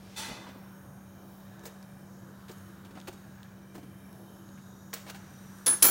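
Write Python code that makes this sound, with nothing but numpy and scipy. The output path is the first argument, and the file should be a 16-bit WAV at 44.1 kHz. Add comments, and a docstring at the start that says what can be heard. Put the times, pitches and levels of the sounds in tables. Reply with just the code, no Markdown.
"""A small hard kitchen, a phone microphone close over a gas burner: steel tongs turn a flatbread.
The flame roars softly, gas whistles through the jets and a motor hums. The bread drags onto the grate,
then its crust scuffs, thuds and ticks as it scorches. The whistles change colour as the phone swings aside.
At the end the tongs drop on the counter and bounce, ringing in many high modes off the tiled walls."""
import sys
import numpy as np
from scipy import signal
from scipy.fft import rfft, irfft
from scipy.io import wavfile
from scipy.ndimage import uniform_filter1d

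SR = 44100
rng = np.random.default_rng(int(sys.argv[2]) if len(sys.argv) > 2 else 0)


def wav_record(signal):
    """Record a signal, one row per channel, as 16-bit PCM in the file named by sys.argv[1]."""
    frames = np.transpose(np.atleast_2d(signal))
    bounded = np.clip(frames, -1, 1)
    # unit amplitude maps onto the largest positive 16-bit level
    quanta = np.round(bounded * 32767).astype(np.int16)
    wavfile.write(sys.argv[1], SR, quanta)


N = 260190
T = np.arange(N) / SR

# spectrum of flame and room air: frequency_hz, relative_db
ROAR_SPECTRUM = [(18, -44), (30, -18), (50, -17.5), (80, -8.5), (130, -4.5), (230, -11), (337, -15),
                 (496, -18.5), (1620, -21), (2300, -36), (4260, -37.5), (7600, -39), (11000, -42.5),
                 (16000, -38.5)]
# treble hiss of the flame, with a swell of crust rustle near 3 s: time_s, offset_db
HISS_AND_RUSTLE = [(0, -5), (.7, -2.5), (2.1, -1.5), (2.95, 1.5), (3.6, -2), (4.4, -1.5), (5.1, 2.5),
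                   (5.6, 4.5)]
# jet whistles, and in the last row a broad top-treble hiss that dips midway and partly returns:
# pitch_hz, width_hz, early_db, midway_db, late_db
WHISTLES_AND_HISS = [(1637, 180, -70.5, -81, -82), (2360, 53, -79, -88, -79), (3080, 97, -75.5, -84, -80),
                     (3770, 78, -76, -77, -77.5), (5500, 93, -80.5, -79, -81),
                     (5920, 110, -81.5, -71.5, -69.5), (6630, 180, -76.5, -70, -77.5),
                     (8950, 250, -75, -83, -73), (11200, 650, -72.5, -73, -81),
                     (11740, 430, -90, -75, -72.5), (11900, 200, -76.5, -76, -82),
                     (13200, 300, -81, -84, -77), (15500, 1900, -71, -81, -77)]
# motor tones: pitch_hz, level_db, waver_db
MOTOR_TONES = [(102.3, -66, 4), (151.6, -66.5, 0.5), (193.2, -52, 0.5), (334, -71.5, 6.5),
               (568.5, -73.5, 3.5)]
# modes of the rubbed grate: pitch_hz, relative_db, t60_s
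GRATE_MODES = [(890, -1, .05), (1690, -8, .08), (2046, -2, .08), (2505, -8, .1), (2595, -5, .15),
               (2987, -10, .12), (3553, -5, .12), (3630, -5, .06), (4110, -5, .07), (4530, -7, .04),
               (6067, -12, .05)]
# crust against tongs or grate: start_s, grit_db, treble_re_grit_db, length_s, thud_db, thud_hz
CRUST_SCUFFS = [(.285, -45, -5, 0.012, -39, 269), (0.3116, -50, -20, .013, -39.5, 236),
                (0.466, -59.5, -27, 0.052, -48, 966), (0.488, -61, -20, .018, -48, 260),
                (0.554, -69, -15, 0.0084, -47.5, 246), (1.634, -57.5, -1, 0.022, -52, 407),
                (1.653, -46.5, 2.5, 0.021, -47, 462), (1.673, -53, -8, 0.02, -52, 368),
                (2.482, -51, -8, 0.027, -60, 324), (2.493, -57, -6, .015, -43.5, 362),
                (2.512, -59, 5.5, 0.02, -59, 393), (2.848, -55.5, -9, 0.022, -60, 257),
                (2.9065, -56, -18, .013, -50, 387), (2.953, -55, -14, .022, -45.5, 310),
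                (2.9707, -59, -14, 0.044, -46.5, 750), (3.0724, -42.5, -7.5, 0.014, -51, 652),
                (3.079, -42, -7, 0.012, -40.5, 373), (3.126, -58, 1, 0.021, -50, 318),
                (3.744, -58, -3, 0.018, -54, 248), (3.752, -51.5, -3, 0.017, -45, 334),
                (3.778, -58, -3, .02, -44.5, 302), (3.828, -62, -4, .022, -47, 293),
                (4.573, -66, -20, .018, -58, 1630), (4.9292, -40, -20, 0.028, -67, 254),
                (4.9358, -41.5, 10, 0.011, -44.5, 468), (4.963, -51, -4, 0.053, -56, 297),
                (5.063, -50.5, -11, 0.043, -52, 584), (5.082, -51, -7, 0.016, -58, 248),
                (5.096, -42, -4.5, 0.015, -62, 407), (5.1434, -50, -6, 0.028, -51, 802)]
# snaps of the scorching crust: start_s, gain_db, pitch_hz
CRUST_TICKS = [(1.594, -47, 6590), (1.7564, -56, 3080), (1.8273, -46, 5400), (1.8407, -52, 3730),
               (2.407, -49, 3770), (2.583, -51, 12500), (3.0011, -40, 4840), (3.014, -40, 3080),
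               (3.28, -57, 7500), (3.4307, -39, 3800), (3.4476, -52, 3850), (4.129, -49, 8200),
               (4.49, -49, 6000), (5.5854, -47, 8770)]
# the tongs land twice and bounce: start_s, strength_db, place (0 tip, 1 arm), crack_db, thump_db
TONG_BLOWS = [(5.6615, -19, 0, -30, -39), (5.6655, -12, 0, -26, -41), (5.678, -11, 0, -27, -52),
              (5.6965, -19, 0, -41, -50), (5.7095, -22, 0, -48, -50), (5.724, -27, 0, -48, -43),
              (5.8235, -10, 1, -22, -36), (5.8262, -5, 1, -17, -44), (5.8445, -6, 1, -29, -32),
              (5.851, -9, 1, -29, -48), (5.866, -15, 1, -31, -45), (5.886, -17, 1, -33, -35)]
# modes of the steel tongs: pitch_hz, tip_struck_db, arm_struck_db, t60_s
TONG_MODES = [(500, -46, -40, .15), (1350, -40, -38, .2), (1690, -37, -46, .3), (2342, -52, -42, .4),
              (3065, -50, -47, .4), (3259, -50, -37, .5), (3542, -37, -52, .2), (4343, -50, -34, .35),
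              (4452, -41, -42, .3), (5362, -44, -32, .3), (5920, -48, -29, .4), (6440, -30, -39, .3),
              (7061, -50, -33, .5), (7674, -43, -46, .26), (8608, -38, -38, .3), (8696, -30, -27, .2),
              (9994, -28, -25, .25), (10023, -11, -10, .25), (10430, -28, -41, .2), (10880, -36, -39, .28),
              (11074, -33, -25, .3), (11142, -47, -25, .4), (11850, -39, -38, .2), (11984, -37, -27, .3),
              (12228, -37, -20, .3), (12888, -38, -19, .4), (13091, -42, -27, .3), (13800, -32, -28, .25),
              (13880, -33, -28, .2), (15052, -40, -19, .4), (15470, -29, -21, .15)]
# decay of the kitchen by band: centre_hz, t60_s
KITCHEN_DECAY = [(250, 0.41), (1000, 1), (3000, 0.97), (7000, 0.2), (14000, 0.24)]

SHIFT_S = (4.42, 4.75, 5.4)  # times of the early, midway and late levels
ROAR_DB, KITCHEN_DB = -53, -10.5
DRAG_START_S, BITE_S, SLIDE_S = .157, .028, .11
DRAG_DB, SLIDE_DB_PER_S, SETTLE_DB_PER_S = -39, -36.5, -80
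DRAG_TREBLE_DB, DULLING_DB_PER_S, DULLEST_DB = 2.5, -80, -25  # treble goes as the slide slows
DRAG_BODY_DB, FILLING_DB_PER_S = -13, 55.5  # body grows as the bread lies down
RUSTLE_DB, RUSTLE_DB_PER_S = -57, 65


def undb(db):
    """Gain of a level in dB."""
    return 10 ** (np.asarray(db) / 20)


def unit(x):
    """Scaled to rms 1."""
    return x / np.sqrt(np.mean(x ** 2))


def band(x, lo_hz, hi_hz, order=2):
    """Causal band-pass."""
    sos = signal.butter(order, [lo_hz, min(hi_hz, .45 * SR)], "band", fs=SR, output="sos")
    return signal.sosfilt(sos, x)


def ring(x, hz, t60):
    """One decaying mode; a unit blow rings with amplitude 1."""
    r, w = np.exp(-np.log(1000) / (t60 * SR)), 2 * np.pi * hz / SR
    return signal.lfilter([0, r * np.sin(w)], [1, -2 * r * np.cos(w), r * r], x)


def wander(rate_hz):
    """Smooth random drift, rms 1."""
    hold = int(SR / rate_hz)
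    steps = np.repeat(rng.standard_normal(N // hold + 1), hold)
    return unit(uniform_filter1d(uniform_filter1d(steps, hold), hold)[:N])


def grit(spread_db):
    """Noise of uneven grains, each a fraction of a millisecond long."""
    grains = np.minimum(rng.exponential(size=N // 16 + 1), 3)
    return unit(undb(spread_db * np.repeat(grains, 16)[:N]) * rng.standard_normal(N))


def swell(t, rise_s):
    """A quick rise from t = 0 and a slower fall, top 1."""
    u = np.clip(t, 0, None) / rise_s
    return np.e * u * np.exp(-u)


def impact(t):
    """The very short push of a hard contact at t = 0."""
    return np.exp(-(t / .00002) ** 2)


def flame_roar(hiss_rustle_db):
    """The flame from close above: broad noise whose bands drift together and each on its own."""
    hz, db = np.transpose(ROAR_SPECTRUM)
    log_hz = np.log(np.arange(N // 2 + 1) * SR / N + 1)
    spectrum = rfft(rng.standard_normal(N)) * undb(np.interp(log_hz, np.log(hz), db))
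    spectrum /= np.sqrt(np.mean(irfft(spectrum, N) ** 2))
    centres = np.log(20 * 2 ** np.arange(0, 10.6, .75))  # 3/4 octave apart
    out, gust = 0, wander(3.4)
    for centre in centres:
        share = np.interp(log_hz, centres, centres == centre)
        treble = np.clip((centre - np.log(1200)) / .37, 0, 1)
        drift_db = treble * hiss_rustle_db + .13 * gust + 1.8 * wander(6)
        out += irfft(spectrum * share, N) * undb(drift_db)
    return out * undb(ROAR_DB)


def jets_and_top_hiss(hiss_rustle_db):
    """Narrow gas whistles shift as the phone swings; a broad top hiss dips and partly returns."""
    out = 0
    for hz, width_hz, *stage_db in WHISTLES_AND_HISS:
        pole = np.exp(-np.pi * width_hz / SR)
        flutter = signal.lfilter([1], [1, -pole], rng.standard_normal((2, N)))
        phase = 2 * np.pi * np.cumsum(hz * (1 + .008 * wander(2.8))) / SR
        noise_band = unit(flutter[0] * np.cos(phase) + flutter[1] * np.sin(phase))
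        level_db = np.interp(T, SHIFT_S, stage_db) + .32 * hiss_rustle_db + 2.95 * wander(4.77)
        out += noise_band * undb(level_db)
    return out


def motor_hum():
    """A motor under the flame: steady tones that waver in level and a little in pitch."""
    out = 0
    for hz, db, waver_db in MOTOR_TONES:
        amplitude = np.sqrt(2) * undb(db + waver_db * wander(21))
        out += amplitude * np.sin(2 * np.pi * hz * T + .39 * wander(5.4))
    return out


def bread_drag():
    """The bread rustles down, bites, slides and settles; its grit sets the grate ringing."""
    t = T - DRAG_START_S
    fall_db = SLIDE_DB_PER_S * np.clip(t, 0, SLIDE_S) + SETTLE_DB_PER_S * np.clip(t - SLIDE_S, 0, None)
    force = np.clip(t / BITE_S, 0, 1) * undb(DRAG_DB + fall_db)
    rub = grit(spread_db=1.7)
    grate = unit(sum(undb(db) * unit(ring(rub, hz, t60)) for hz, db, t60 in GRATE_MODES))
    scrape = unit(band(rub, 1070, 5850))
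    bright = unit(band(rub, 2950, 10300)) + undb(-4) * unit(band(rub, 12200, 20000))
    treble = undb(np.maximum(DRAG_TREBLE_DB + DULLING_DB_PER_S * np.clip(t, 0, 1), DULLEST_DB)) * bright
    dull = unit(band(rng.standard_normal(N), 190, 1420))
    body = undb(DRAG_BODY_DB + FILLING_DB_PER_S * np.clip(t, 0, .5)) * dull
    rustle = (t < 0) * undb(RUSTLE_DB + RUSTLE_DB_PER_S * np.clip(t, None, 0)) * scrape
    return force * (undb(-1) * grate + undb(-2) * scrape + treble + body) + rustle


def grate_knock(start_s=.164, gain_db=-44):
    """The bread's edge knocks one bar, which rings in a single mode."""
    return undb(gain_db) * ring(impact(T - start_s), hz=GRATE_MODES[6][0], t60=.2)


def crust_scuffs():
    """Sudden bursts of grit, each over a hollow thud of the air trapped in the puffed bread."""
    rub, air = grit(spread_db=2.8), rng.standard_normal(N)
    middle = unit(band(rub, 310, 4230))
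    treble = unit(band(rub, 3140, 9700)) + undb(.5) * unit(band(rub, 11400, 20000))
    out, t = np.zeros(N), T[:SR // 4]
    for start_s, grit_db, treble_db, length_s, thud_db, thud_hz in CRUST_SCUFFS:
        span = slice(int(start_s * SR), int(start_s * SR) + len(t))
        burst = np.clip(t / .002, 0, 1) * np.exp(-(t / length_s) ** 2)
        hollow = np.sin(2 * np.pi * thud_hz * t) + .67 * unit(ring(air[span], 1.36 * thud_hz, t60=.0032))
        out[span] += undb(grit_db) * burst * (middle[span] + undb(treble_db) * treble[span])
        out[span] += undb(thud_db) * swell(t, rise_s=.0065) * hollow
    return out


def crust_ticks():
    """The scorching crust gives single dry snaps."""
    out, t = np.zeros(N), T[:SR // 4]
    for start_s, db, hz in CRUST_TICKS:
        start = int(start_s * SR)
        snap = swell(t, rise_s=.0006) * rng.standard_normal(len(t))
        out[start:start + len(t)] += undb(db) * band(snap, hz / 2, hz * 1.18, order=1)
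    return out


def tongs_drop():
    """Each contact cracks, thumps the counter and rings the steel; the arms rattle on after it."""
    t = T[T > TONG_BLOWS[0][0] - .01]
    chatter, shake = rng.standard_normal((2, len(t)))
    tip = arm = crack = thump = 0
    for start_s, db, place, crack_db, thump_db in TONG_BLOWS:
        age = t - start_s
        grind = undb(-36) * swell(age, .008) * shake
        push = undb(db) * (impact(age) + grind)
        tip += (place < .5) * push
        arm += (place >= .5) * push
        rattle = undb(-21) * swell(age, .015)
        crack += undb(crack_db) * (swell(age, .0023) + rattle)
        thump += undb(thump_db) * swell(age, .01)
    counter = (unit(band(chatter, 730, 1540)) + undb(-3.5) * unit(band(chatter, 240, 510))
               + undb(-11.5) * unit(band(chatter, 82, 120)))
    out = crack * unit(band(chatter, 3400, 13400)) + band(thump * counter, 65, 6000, order=3)
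    for hz, tip_db, arm_db, t60 in TONG_MODES:
        blow = undb(tip_db) * tip + undb(arm_db) * arm
        partner = undb(-12) * ring(blow, 1.011 * hz, t60=.084)  # dies fast against the counter
        out += ring(blow, hz, t60) + partner
    return np.pad(out, (N - len(t), 0))


def kitchen(direct):
    """The close sound plus the tiled walls' answer, a dense tail that loses its treble first."""
    t, tail = T[:SR // 2], 0
    for hz, t60 in KITCHEN_DECAY:
        reflections = unit(band(rng.standard_normal(len(t)), hz / 4.1, hz * 4.36))
        tail += reflections * np.sqrt(hz) * np.exp(-np.log(1000) * t / t60)
    tail *= np.clip(t / .0031, 0, 1)
    tail /= np.sqrt(np.sum(tail ** 2))
    return direct + undb(KITCHEN_DB) * signal.fftconvolve(direct, tail)[:N]


def scene():
    """At the stove, in mono: crust and tongs ring in the room; drag, knock, burner and motor stay dry."""
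    hiss_rustle_db = np.interp(T, *np.transpose(HISS_AND_RUSTLE))
    handling = kitchen(crust_scuffs() + crust_ticks() + tongs_drop()) + bread_drag() + grate_knock()
    return (handling + flame_roar(hiss_rustle_db) + jets_and_top_hiss(hiss_rustle_db) + motor_hum())[None]


def record(dry):
    """The phone microphone loses the bass below 38 Hz and cuts off steeply above 15.9 kHz."""
    heard = signal.sosfilt(signal.butter(2, 38, "high", fs=SR, output="sos"), dry)
    return signal.sosfilt(signal.ellip(10, .3, 60, 15900, fs=SR, output="sos"), heard)


dry = scene()
out = record(dry)
wav_record(out)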